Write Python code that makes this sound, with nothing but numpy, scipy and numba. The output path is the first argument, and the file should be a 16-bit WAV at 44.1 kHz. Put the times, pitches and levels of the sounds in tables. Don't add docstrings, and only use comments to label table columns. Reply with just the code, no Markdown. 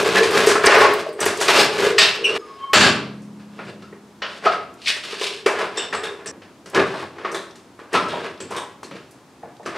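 import sys
import numpy as np
from scipy import signal
from scipy.fft import rfft, irfft, next_fast_len
from scipy.io import wavfile
from scipy.ndimage import uniform_filter1d, minimum_filter1d
from numba import njit

SR = 44100
rng = np.random.default_rng(int(sys.argv[2]) if len(sys.argv) > 2 else 0)


def unload_audio(sound):
    columns = np.transpose(np.atleast_2d(sound))
    steps = np.round(np.clip(columns, -1, 1) * 32767)
    wavfile.write(sys.argv[1], SR, steps.astype(np.int16))


def boost(x):
    u = np.asarray(x, float) / 20
    return 10 ** u


N = 430857
T = np.arange(N) / SR
GRIP_S, GRIP_DAMP = 6.315, 0.0525
FLAT = [(1, 0), (2, 0)]


def shape(x, table, lo_hz=1., hi_hz=29000.0):
    size = next_fast_len(x.shape[-1] + 2048)
    hz = np.fft.rfftfreq(size, 1 / SR) + 1
    point_hz, point_db = np.transpose(table)
    gain = boost(np.interp(np.log(hz), np.log(point_hz), point_db))
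    edges = np.sqrt((1 + (lo_hz / hz) ** 12) * (1 + (hz / hi_hz) ** 12))
    return irfft(rfft(x, size) * gain / edges, size)[..., :x.shape[-1]]


def unit(x):
    return x / np.sqrt(np.mean(x ** 2, axis=-1, keepdims=True))


def ring(hz, t60, size):
    t = T[:size]
    return np.exp(2j * np.pi * np.outer(hz, t) - np.log(1000) * t / np.reshape(t60, (-1, 1)))


def cluster(hz, spread_hz, t60, size, count):
    offset, phase = rng.standard_normal((2, count))
    modes = ring(hz + spread_hz * offset, t60, size)
    return (np.exp(3j * phase) @ modes).imag / np.sqrt(count)


SCENE_S = [0, 2.378, 6.315, 9.78]


def add(out, s, x):
    i = int(s * SR)
    scene_end = int(min(e for e in SCENE_S if e > s) * SR)
    end = min(scene_end, N, i + len(x))
    out[i:end] += x[:end - i]


# f/Hz, level/dB
AIR_SPECTRUM = [(18, -54), (30, -8.5), (311, 6), (512, -3), (987, -3.5), (1810, -12), (2970, -16.5),
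                (3220, -16.5), (4410, -18), (7650, -22), (11000, -27.5), (13000, -33), (16000, -38)]


def air():
    return boost(-49) * unit(shape(rng.standard_normal((2, N)), AIR_SPECTRUM, 65.1))


# f/Hz, T60/s
REVERBERATION = [(125, 0.68), (500, 0.55), (2000, 0.48), (6000, 0.41), (14000, 0.1312)]


def garage(dry):
    hz, t60 = np.transpose(REVERBERATION)
    t = T[:SR]
    tail = 0
    for f in 60 * 2. ** np.arange(9):
        noise = shape(rng.standard_normal((2, SR)), FLAT, f / np.sqrt(2), f * np.sqrt(2))
        tail = tail + noise * boost(-60 * t / np.interp(np.log(f), np.log(hz), t60))
    tail = tail * np.clip((t - .004) / 0.00049, 0, 1)
    tail /= np.sqrt(np.sum(tail ** 2, axis=1, keepdims=True))
    out = np.zeros((2, N))
    for start, end in zip(SCENE_S, SCENE_S[1:]):
        a, b = int(start * SR), min(int(end * SR), N)
        out[:, a:b] = signal.fftconvolve(dry[None, a:b], tail)[:, :b - a]
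    return out


# f/Hz, level/dB
STEREO_WIDTH = [(60, -24), (110, -26), (200, -12.5), (380, -25), (700, -13), (1290, -10), (2380, -8.5),
                (4400, -7), (8120, -5), (15000, -9)]


def side_field(echo, air_noise, snap):
    return shape(boost(-10.0) * echo + air_noise, STEREO_WIDTH) + boost(-13) * snap


# f/Hz, level/dB, T60/s
BANG_MODES = [(135, -30, 2.0), (175, -35, 3.4), (206, -29, 4.4), (245, -41, 4.0), (287, -35, 2.6),
              (98, -38, 1.2), (421, -28, .6)]
# t/s, f/Hz, level/dB, T60/s
FAINT_RINGS = [(3.65, 125, -36, .6), (2.38, 5085, -48, .8), (2.385, 6530, -63, .9), (2.448, 10700, -62, .45),
               (7.314, 8600, -49, .55), (6.698, 7850, -54, .25), (3.82, 7600, -72, .9), (8.85, 7650, -70, .9)]


def long_rings():
    bang_s, size = 2.75, 3 * SR
    out = np.zeros(N)
    onset = np.minimum(T[:size] / 0.013, 1)
    for s, hz, db, t60 in [(bang_s, *mode) for mode in BANG_MODES] + FAINT_RINGS:
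        count = 1 if s == bang_s else 8
        add(out, s, boost(db) * cluster(hz, .003 * hz, t60, size, count) * onset)
    return out


# t/s, f/Hz, level/dB, spread/f, T60/s
SINGING_PARTS = [(0.164, 1790, -26, 0.062, 0.13), (0.229, 2380, -27, 0.022, 0.0525),
                 (0.638, 1380, -24.5, 0.046, 0.063), (0.769, 1176, -22, 0.055, 0.16),
                 (0.81, 1126, -19.5, 0.03, 0.23), (1.585, 4900, -26.5, 0.066, 0.17),
                 (1.984, 7750, -26.5, 0.078, 0.105), (2.391, 1217, -53, 0.012, 0.44),
                 (2.738, 7200, -24, 0.022, 0.4), (3.823, 1300, -57, 0.059, 0.26),
                 (4.462, 1288, -25, 0.03, 0.26), (4.46, 686, -28, 0.073, 0.196),
                 (4.87, 2373, -31.5, 0.059, 0.17), (4.89, 1890, -37.5, 0.076, 0.34),
                 (5.211, 1004, -45, 0.044, 0.18), (5.77, 3560, -41.5, 0.0184, 0.47),
                 (5.77, 5455, -42.5, 0.0213, 0.26), (5.771, 7755, -41, 0.0306, 0.256),
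                 (5.79, 2920, -41, 0.019, 0.208), (5.929, 1300, -39.5, 0.023, 0.233),
                 (5.935, 744, -44, 0.019, 0.45), (5.945, 7830, -48.5, .03, 0.27),
                 (5.947, 5280, -51.5, .02, 0.15), (6.035, 3600, -43.5, 0.038, 0.26),
                 (6.268, 5700, -46, 0.047, 0.26), (6.268, 7600, -49, 0.025, 0.32),
                 (6.259, 8480, -42.5, 0.031, 0.047), (6.757, 1745, -34, 0.06, 0.15),
                 (7.247, 1144, -39.5, 0.091, 0.28), (7.343, 3730, -47, 0.081, 0.433),
                 (7.946, 1300, -33, 0.0326, 0.59), (8.509, 1060, -40.5, 0.125, 0.42),
                 (8.563, 3420, -46, 0.07, 0.3), (8.562, 8700, -56, .02, .3), (8.58, 980, -39, 0.095, 0.21),
                 (9.432, 740, -44.5, 0.085, 0.161), (9.66, 1220, -40, 0.04, .3),
                 (0.657, 8400, -29, 0.043, 0.08), (0.667, 4900, -14, 0.051, 0.06),
                 (1.202, 8200, -36, 0.037, 0.13), (2.74, 1600, -20, 0.045, 0.65),
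                 (2.735, 2910, -21, .03, 0.092), (2.74, 4600, -24, 0.024, 0.48), (2.74, 8190, -30, .02, .3),
                 (2.86, 330, -33, .08, .3), (4.235, 1380, -43.5, .08, 0.27), (4.222, 3100, -42, .08, .25),
                 (4.236, 600, -42, .15, 0.094), (9.108, 9900, -65, .1, 0.11),
                 (2.769, 6300, -31, 0.067, 0.216), (7.949, 993, -31, 0.061, 0.274),
                 (8.093, 3300, -48, 0.11, 0.67), (1.127, 8530, -63.5, .05, .2),
                 (1.09, 4680, -60, 0.051, 0.187), (1.06, 630, -36.5, 0.047, 0.113),
                 (2.76, 216, -22, 0.17, 0.332), (8.404, 7700, -52, .04, 0.25),
                 (8.84, 4300, -55, .04, 0.086)]


def singing():
    out, t = np.zeros(N), T[:SR // 4]
    f = np.fft.rfftfreq(len(t), 1 / SR)
    envelope = np.minimum(t / 0.0037, 1) * (1 - t / t[-1])
    for s, hz, db, spread, t60 in SINGING_PARTS:
        away = (f - hz) / (np.abs(spread) * hz)
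        bands = np.exp(-away ** 2 / np.array([[4], [36]]))
        noise = rfft(rng.standard_normal((2, len(t))))
        core, flanks = unit(irfft(noise * bands, len(t)))
        note = core * boost(-60 * t / t60) + boost(-3.5) * flanks * boost(-110 * t / t60)
        add(out, s, boost(db + 13.0) * note * envelope)
    return out


def squeal(curve, partials, rough, throb_hz, throb_db):
    s, hz, db = np.transpose(curve)
    i = np.arange(int(s[0] * SR), int(s[-1] * SR))
    chance = rng.standard_normal((2, len(i)))
    waver, throb = unit(uniform_filter1d(chance, int(SR / throb_hz / 2)))
    phase = 2 * np.pi * np.cumsum(np.interp(T[i], s, hz) * (1 + rough * waver)) / SR
    tone = sum(boost(part_db) * np.sin(ratio * phase) for ratio, part_db in partials)
    out = np.zeros(N)
    out[i] = np.sqrt(2) * tone * boost(np.interp(T[i], s, db) + throb_db * throb)
    return out


# t/s, f/Hz, level/dB
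CASTER_LOW = [(2.47, 1095, -52), (2.495, 1095, -42), (2.6, 1095, -46), (2.645, 1092, -24),
              (2.672, 1095, -38), (2.705, 1092, -29), (2.73, 1090, -38)]
CASTER_UPPER = [(2.582, 3150, -64), (2.6, 3150, -52), (2.635, 3145, -44), (2.672, 3140, -52),
                (2.72, 3140, -50), (2.732, 3140, -60)]


def caster():
    low = squeal(CASTER_LOW, [(1, 0), (2.01, -23)], .003, 25, 2.5)
    return low + squeal(CASTER_UPPER, [(1, 0)], .003, 25, 2.5)


# t/s, f/Hz, level/dB
SHOE_SQUEAK = [(2.235, 2840, -44.5), (2.245, 2860, -13), (2.255, 2754, -9.5), (2.367, 2909, -58),
               (2.375, 2670, -47)]


def shoe():
    partials = [(1, -3.0), (.88, -11.5), (2.03, -20), (2.95, -27), (3.9, -39)]
    return squeal(SHOE_SQUEAK, partials, 0.031, 220, 1.1)


# t/s, peak level/dB, centre f/Hz, T60/s
SNAPS = [(0.027, -24, 7000, 0.054), (0.309, -25.5, 7760, 0.051), (0.38, -23, 6900, 0.073),
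         (0.465, -16, 8050, 0.069), (0.638, -10, 1500, 0.05), (0.659, -12, 6500, 0.027),
         (0.672, -16, 12000, .03), (1.204, -26.5, 11500, 0.034), (1.256, -14.5, 8000, 0.044),
         (1.987, -14.5, 9000, 0.036), (4.859, -19, 3000, 0.056), (0.751, -15.5, 11000, .03),
         (0.785, -15.5, 10000, 0.042), (0.825, -23.5, 12000, 0.0204), (0.913, -40, 11940, .02),
         (0.936, -26, 10000, 0.042), (0.987, -42, 11000, .02), (1.089, -43, 10000, 0.029),
         (1.127, -48.5, 9120, 0.075), (1.373, -22.5, 6500, 0.054), (1.404, -21, 6000, 0.052),
         (1.75, -35, 6000, .05), (1.798, -31.5, 6000, 0.072), (2.733, -6.5, 12000, 0.066),
         (4.377, -42, 5200, 0.09), (4.524, -25, 3500, 0.051), (4.74, -44, 8000, 0.04),
         (4.818, -41.5, 3500, 0.039), (4.852, -32, 4500, 0.056), (4.88, -12.5, 3670, 0.079),
         (5.04, -36, 4200, .05), (5.197, -23.5, 4600, 0.058), (5.462, -16.5, 2980, 0.039),
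         (5.948, -41, 7000, 0.035), (6.245, -45, 3500, .04), (6.699, -38, 7800, .05),
         (7.509, -38, 3900, .04), (8.376, -38.5, 3200, 0.05), (8.83, -27.5, 840, 0.025),
         (8.913, -29, 1510, 0.0113), (8.962, -43, 2800, .04), (9.567, -43, 4000, 0.029),
         (9.598, -31, 587, 0.16), (9.655, -35.5, 3000, .06), (6.906, -26.5, 1200, 0.11),
         (6.94, -19.5, 895, 0.19), (7.03, -22.5, 800, .1), (8.135, -18, 682, 0.116),
         (8.172, -23.5, 795, 0.106), (8.245, -32, 990, 0.127)]


def ticks():
    out, t = np.zeros((2, N)), T[:SR // 10]
    for s, db, hz, t60 in SNAPS:
        burst = rng.standard_normal((2, len(t))) * boost(-60 * t / t60)
        snap = shape(burst, FLAT, hz / 1.5, min(hz * 1.5, 14800))
        for port, sound in zip(out, snap):
            add(port, s, boost(db) * sound / np.abs(sound).max())
    return out


# t/s, hold/s, level/dB, fall/(dB/s)
BODY_BOOMS = [
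    (2.757, 0.029, -10.5, 120),
    (3.01, 0.225, -39, 23),
    (3.6, 0.031, -32, 71),
    (6.272, 0.022, -33.5, 69),
    (6.772, 0.044, -57, 71),
]


def boom(t):
    s, hold, db, fall = np.array(BODY_BOOMS)[:, :, None].transpose(1, 0, 2)
    below = np.maximum(900 * (s - t), fall * (t - s - hold))
    return boost(db - np.maximum(below, 0)).sum(axis=0)


# t/s, swell/s, hold/s, level/dB, scrape level re frame/dB
PLACING_RATTLES = [(0.473, 0.087, 0.009, -12, -12), (1.412, 0.063, 0.011, -22, 4.5),
                   (1.484, 0.0043, 0.0078, -14, 7), (1.981, 0.0047, 0.0052, -25.5, 11),
                   (2.38, 0.013, 0.24, -42.5, -6), (2.737, 0.0024, 0.073, -13.5, 10.5),
                   (3.395, 0.018, 0.0061, -43.5, -2), (3.596, 0.123, 0.0875, -36, -3.5),
                   (3.782, 0.055, 0.1, -60, -18), (4.249, 0.019, 0.127, -39.5, 0.5),
                   (4.46, 0.0424, 0.0072, -12, -11), (4.512, 0.038, 0.021, -22.5, -12),
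                   (1.565, 0.032, 0.04, -17, -2.5), (2.03, 0.032, 0.032, -20, -1),
                   (2.503, 0.088, 0.205, -61, 5.5)]
PUMPING_RATTLES = [(4.88, 0.068, 0.0035, -30.5, 18), (5.042, 0.02, 0.083, -31.5, 6),
                   (5.246, 0.1, 0.037, -27.5, 12), (5.464, 0.0058, .005, -25, -13),
                   (5.615, 0.092, 0.0046, -14.5, -10.5), (5.786, 0.071, 0.0037, -20, -3),
                   (5.933, 0.0071, 0.0055, -15.5, -8.5), (6.049, 0.036, 0.0087, -22.5, -9),
                   (5.51, .02, 0.019, -29, -14), (6.2, .05, 0.14, -42.5, -21),
                   (6.762, 0.038, 0.0042, -6.5, -17), (6.86, 0.0156, 0.135, -28.5, -1),
                   (7.28, 0.35, 0.082, -26, -13), (7.8, 0.041, .005, -34, -13),
                   (7.946, 0.031, 0.0031, -11, -8.5), (8.11, 0.12, 0.16, -25.5, -8),
                   (8.52, 0.056, 0.075, -27, -8), (8.96, 0.069, 0.0089, -33.5, -4.5),
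                   (9.45, 0.054, 0.0037, -39.5, -34.5), (9.68, 0.05, .1, -30, -12)]


def rattle(t, fall_db_s, strength_db):
    rattles = np.array(PLACING_RATTLES + PUMPING_RATTLES)
    s, swell, hold = rattles[:, :3, None].transpose(1, 0, 2)
    rise = 29 * (s - t) / np.maximum(swell, .002)
    below = np.maximum(np.maximum(rise, fall_db_s * (t - s - hold)), 0)
    return boost(strength_db[:, None] - below).sum(axis=0)


# t/s, rolling force level/dB
ROLLING_FORCE = [(0.0, -13.5), (0.13, -13), (0.175, -7.5), (0.22, -18.5), (0.414, -12), (0.614, -23),
                 (0.688, -3), (0.74, -24.5), (0.8, -6.5), (0.87, -23), (0.95, -23), (1.17, -47),
                 (1.225, -11.5), (1.276, -14), (1.394, -38), (1.522, -11.5), (1.628, -21), (1.748, -26.5),
                 (1.828, -12), (1.972, -30), (2.2, -45.5), (2.27, -28.5), (2.37, -17)]
# t/s, level/dB
HANDLE_SWAY = [(0.0, -6), (0.48, -8), (0.61, -48.5), (0.7, -0.5), (0.86, -15), (1.0, -22), (1.42, -17.5),
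               (1.63, -29.5), (1.76, -5.5), (1.97, -8), (2.06, -67), (2.216, -12), (2.34, -10.5),
               (2.39, -24.5), (2.64, -54), (5.05, -57.5), (5.246, -32), (5.4, -32), (6.0, -38), (6.1, -22),
               (6.2, -43)]


def forces():
    t = T[::SR // 1000]
    s, _, _, db, scrape_db = np.transpose(PLACING_RATTLES + PUMPING_RATTLES)
    roll = boost(np.interp(t, *np.transpose(ROLLING_FORCE))) * (t < SCENE_S[1])
    sway = boost(np.interp(t, *np.transpose(HANDLE_SWAY))) * (t < HANDLE_SWAY[-1][0])
    thud_db = np.where(s < GRIP_S, -17.5, -10.5)
    frame = rattle(t, 188.5, db)
    thud = rattle(t, 86, db + thud_db) + roll * boost(-9.5) + boom(t)
    handle = frame * boost(-2) + sway
    scrape = rattle(t, 188.5, db + scrape_db) + roll * boost(-4.5)
    return [np.interp(T, t, gain) for gain in (frame + roll, thud, handle, scrape)]


# f/Hz, level/dB
TUBE_MODES = [(378, -16), (402, -8), (421, 0), (432, -12), (445, -4), (472, -15)]


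def tube(x, damp=1.):
    hz, db = np.transpose(TUBE_MODES)
    response = boost(db) @ ring(hz, damp * .26, size=SR // 2).imag
    rings = signal.fftconvolve(x, response)[:len(x)]
    return signal.sosfilt(signal.butter(2, (330, 560), "band", fs=SR, output="sos"), rings)


# f/Hz, bandwidth/Hz, level/dB
STEEL_MODES = [(1055, 9.5, -43.5), (1300, 16, -4.5), (1828, 82, 7.5), (2300, 110, -7.5), (2650, 55, -40),
               (3287, 26, -33.5), (3940, 86, -43), (4570, 120, -44), (5600, 180, -12), (5950, 15, 3.5),
               (7200, 69, -5), (8250, 80, -5), (10700, 120, -8.5)]


def frame_modes(detune=0.94):
    hz, width, db = np.transpose(STEEL_MODES)
    decay_s = np.clip(3.0 / width, .02, .07)
    return boost(db - db.max())[:, None] * ring(hz * detune, decay_s, size=SR // 4)


# f/Hz, level/dB
STEEL_COLOUR = [(29, -94.5), (50, -31.5), (134, -19.5), (328, -16), (428, -11.5), (558, -2), (904, -5),
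                (1120, -2), (4780, -15.5), (6700, -25.5), (8740, -26), (12900, -43), (16000, -68.5)]
# f/Hz, level/dB
GRIT_COLOUR = [(3000, -6), (6500, 2), (10000, -7.5), (13500, -8), (15500, -28)]


def chatter():
    frame, thud, handle, scrape = forces()
    chance = rng.standard_normal((3, N))
    fast = unit(uniform_filter1d(chance[1], size=300))
    slow = unit(uniform_filter1d(chance[2], size=1800))
    knocks = chance[0] * (rng.random(N) < .2) * boost(1.363 * fast + 2.6 * slow)
    rings = signal.fftconvolve(knocks, frame_modes().imag.sum(axis=0))[:N]
    steel = unit(knocks) + boost(-19.0) * unit(rings)
    out = np.zeros(N)
    for lo, hi, gain in ((85, 370, thud), (480, 2500, frame), (2500, 2e4, scrape)):
        out += unit(shape(steel, STEEL_COLOUR, lo, hi)) * gain
    grit = knocks * boost(2.5 * unit(uniform_filter1d(chance[2], size=200)))
    fizz = unit(shape(grit, GRIT_COLOUR)) * (T < 2.2)
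    out += fizz * scrape * boost(-13.5)
    jolts = chance[2] * (rng.random(N) < 500 / SR)
    free, held = (tube(jolts * handle, damp) / tube(jolts, damp).std() for damp in (1., GRIP_DAMP))
    return boost(-9.5) * (out + np.where(T < GRIP_S, boost(-4.0) * free, held))


# t/s, peak level/dB, handle, clink and tick
# level re peak/dB
FREE_BLOWS = [(0.232, -11.5, -36, 5, -4), (0.471, -4.5, 0, 4, 0.5), (0.555, -4.5, -12.5, -49.5, -33.5),
              (0.641, -6.5, -9, -17, -32.5), (0.661, -22.5, -39.5, -13.5, 12),
              (0.672, 21.5, -11, -3, -15.5), (0.766, 2.5, -6, -18.5, -32),
              (1.191, -17, -15, -30.5, -31.5), (1.205, -18, -31.5, -20, 6.5),
              (1.213, -14, -7.5, -7.5, -11.5), (1.262, -4.5, -11.5, -9, -8), (1.412, -8, -15, -12, -3),
              (1.486, 5.5, -16, -4, -30), (1.584, -13.5, 2, -12.5, -16.5), (1.982, 2, -37.5, 13, -47),
              (2.733, 12.5, -19.5, 6, -10), (3.219, -66, -53, -20.5, 24), (3.821, -42, -16.5, 10, -8.5),
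              (3.59, -21, -16.5, -15, -35), (3.927, -32, -5.5, -36.5, -23.5), (4.22, -16, -23, 4.5, -58),
              (4.457, -11, -9, -3, -38.5), (4.468, -17.5, -17, 8.5, -70.5),
              (4.862, -34.5, -54, 26, -44), (4.964, -26, -13.5, -7, -3), (5.129, -23, -8, -19, -15),
                (5.212, -20, -4.5, 4, -1.5), (5.461, -4, -8, -6, -12), (5.588, -17, -12.5, -4, -10),
                (5.776, -15, -10, 2, -16), (5.927, -12.5, -19, -8, -18), (6.034, -24.5, -4, -14, -2),
                (6.259, -25.5, -11.5, 1, -4), (6.288, -36, -13, -8.5, -20)]
# t/s, peak level/dB, thud, clink and tick level re peak/dB
GRIPPED_STROKES = [(6.419, -36, -23, 5, -19.5), (6.659, -31.5, 2, 0.5, -1.5), (6.747, -18, -20, 11, -2),
                   (7.001, -22.5, -3, -19.5, -23.5), (7.183, -25, -4.5, -3, -30),
                   (7.248, -13.5, -25, -5.5, -48.5), (7.316, -36, -28, -8, 10), (7.346, -16, -14, -28, -6),
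                   (7.791, -29, -13, -27, -19), (7.93, -17.5, -35, -13.5, -3),
                   (7.948, -17.5, -3.5, 11.5, -46), (8.084, -30, 10, 6, 0), (8.403, -25.5, 2.5, 4.5, -5.5),
                   (8.506, -25.5, -26.5, -31.5, -3), (8.564, -22.5, -39.5, -22, 2),
                   (8.831, -30, 4, 1, -1.5), (8.911, -27.5, 6, 1, -32.5), (7.556, -42, 0, 10, 5),
                   (9.109, -52, -20, 5.5, 10), (9.758, -30.5, -19, 9, -13), (9.429, -37, 9.5, -30, -30),
                   (9.63, -33.5, 3, -27, -10.5), (9.66, -17, -6, -6, -11)]


def blows():
    free = [(s, db, -19.5, handle, clink, tick) for s, db, handle, clink, tick in FREE_BLOWS]
    return free + [(s, db, thud, -11.5, clink, tick) for s, db, thud, clink, tick in GRIPPED_STROKES]


BAND_EDGES = [85, 370, 480, 2500, 6000, 17000]


def clanks():
    out, t = np.zeros(N), T[:SR // 4]
    for s, peak_db, thud_db, handle_db, clink_db, tick_db in blows():
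        spot = rng.standard_normal((3, len(STEEL_MODES)))
        noise = rng.standard_normal((2, len(t)))
        rings = ((spot[0] + 1j * spot[1]) @ frame_modes(1 + 0.0243 * spot[2])).imag
        decay = 0.2 * np.exp(-t / 0.0014) + np.exp(-t / 0.017) + 0.77 * np.exp(-t / 0.083)
        steel = noise[0] * decay + 1.5 * rings / np.abs(rings).max()
        steel = steel * np.minimum(t / .002, 1)
        thud = shape(noise[1] * t * np.exp(-t / 0.021), STEEL_COLOUR, *BAND_EDGES[:2])
        handle = tube(np.exp(-t / 0.0055), 1. if s < GRIP_S else GRIP_DAMP)
        frame, clink, tick = (shape(steel, STEEL_COLOUR, BAND_EDGES[k], BAND_EDGES[k + 1]) for k in (2, 3, 4))
        layers = [(frame, -3.0), (clink, clink_db - 10.0), (tick, tick_db - 5.0),
                  (thud, thud_db - 6.0), (handle, handle_db + 6.0)]
        for band, db in layers:
            add(out, s - .001, band * (1 - t / t[-1]) / np.abs(band).max() * boost(peak_db + db))
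    return out


def scene():
    snaps = ticks()
    dry = chatter() + clanks() + singing() + caster() + shoe() + snaps[0]
    dry = shape(dry, FLAT, lo_hz=75.)
    echo, air_noise = garage(dry), air()
    mid = dry + boost(-7.5) * echo[0] + air_noise[0] + long_rings()
    side = side_field(echo[1], air_noise[1], snaps[1])
    lean = .027 * mid
    return np.array([mid + side + lean, mid - side - lean])


@njit
def follow(x, release):
    e, out = 0., np.empty(len(x))
    for i in range(len(x)):
        e = max(x[i], e * release)
        out[i] = e
    return out


def top_cut(x):
    return signal.sosfilt(signal.butter(12, 15830, fs=SR, output="sos"), x)


def record(dry):
    limit_db, release_s, top_hz = -.6, .035, 15700
    dry = signal.sosfilt(signal.ellip(8, .3, 60, top_hz, fs=SR, output="sos"), dry)
    peak = -minimum_filter1d(-np.abs(dry).max(axis=0), size=89)
    gain = np.minimum(1, boost(limit_db) / follow(peak, np.exp(-1 / (release_s * SR))))
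    return top_cut(dry * uniform_filter1d(gain, size=45))


dry = scene()
out = record(dry)
unload_audio(out)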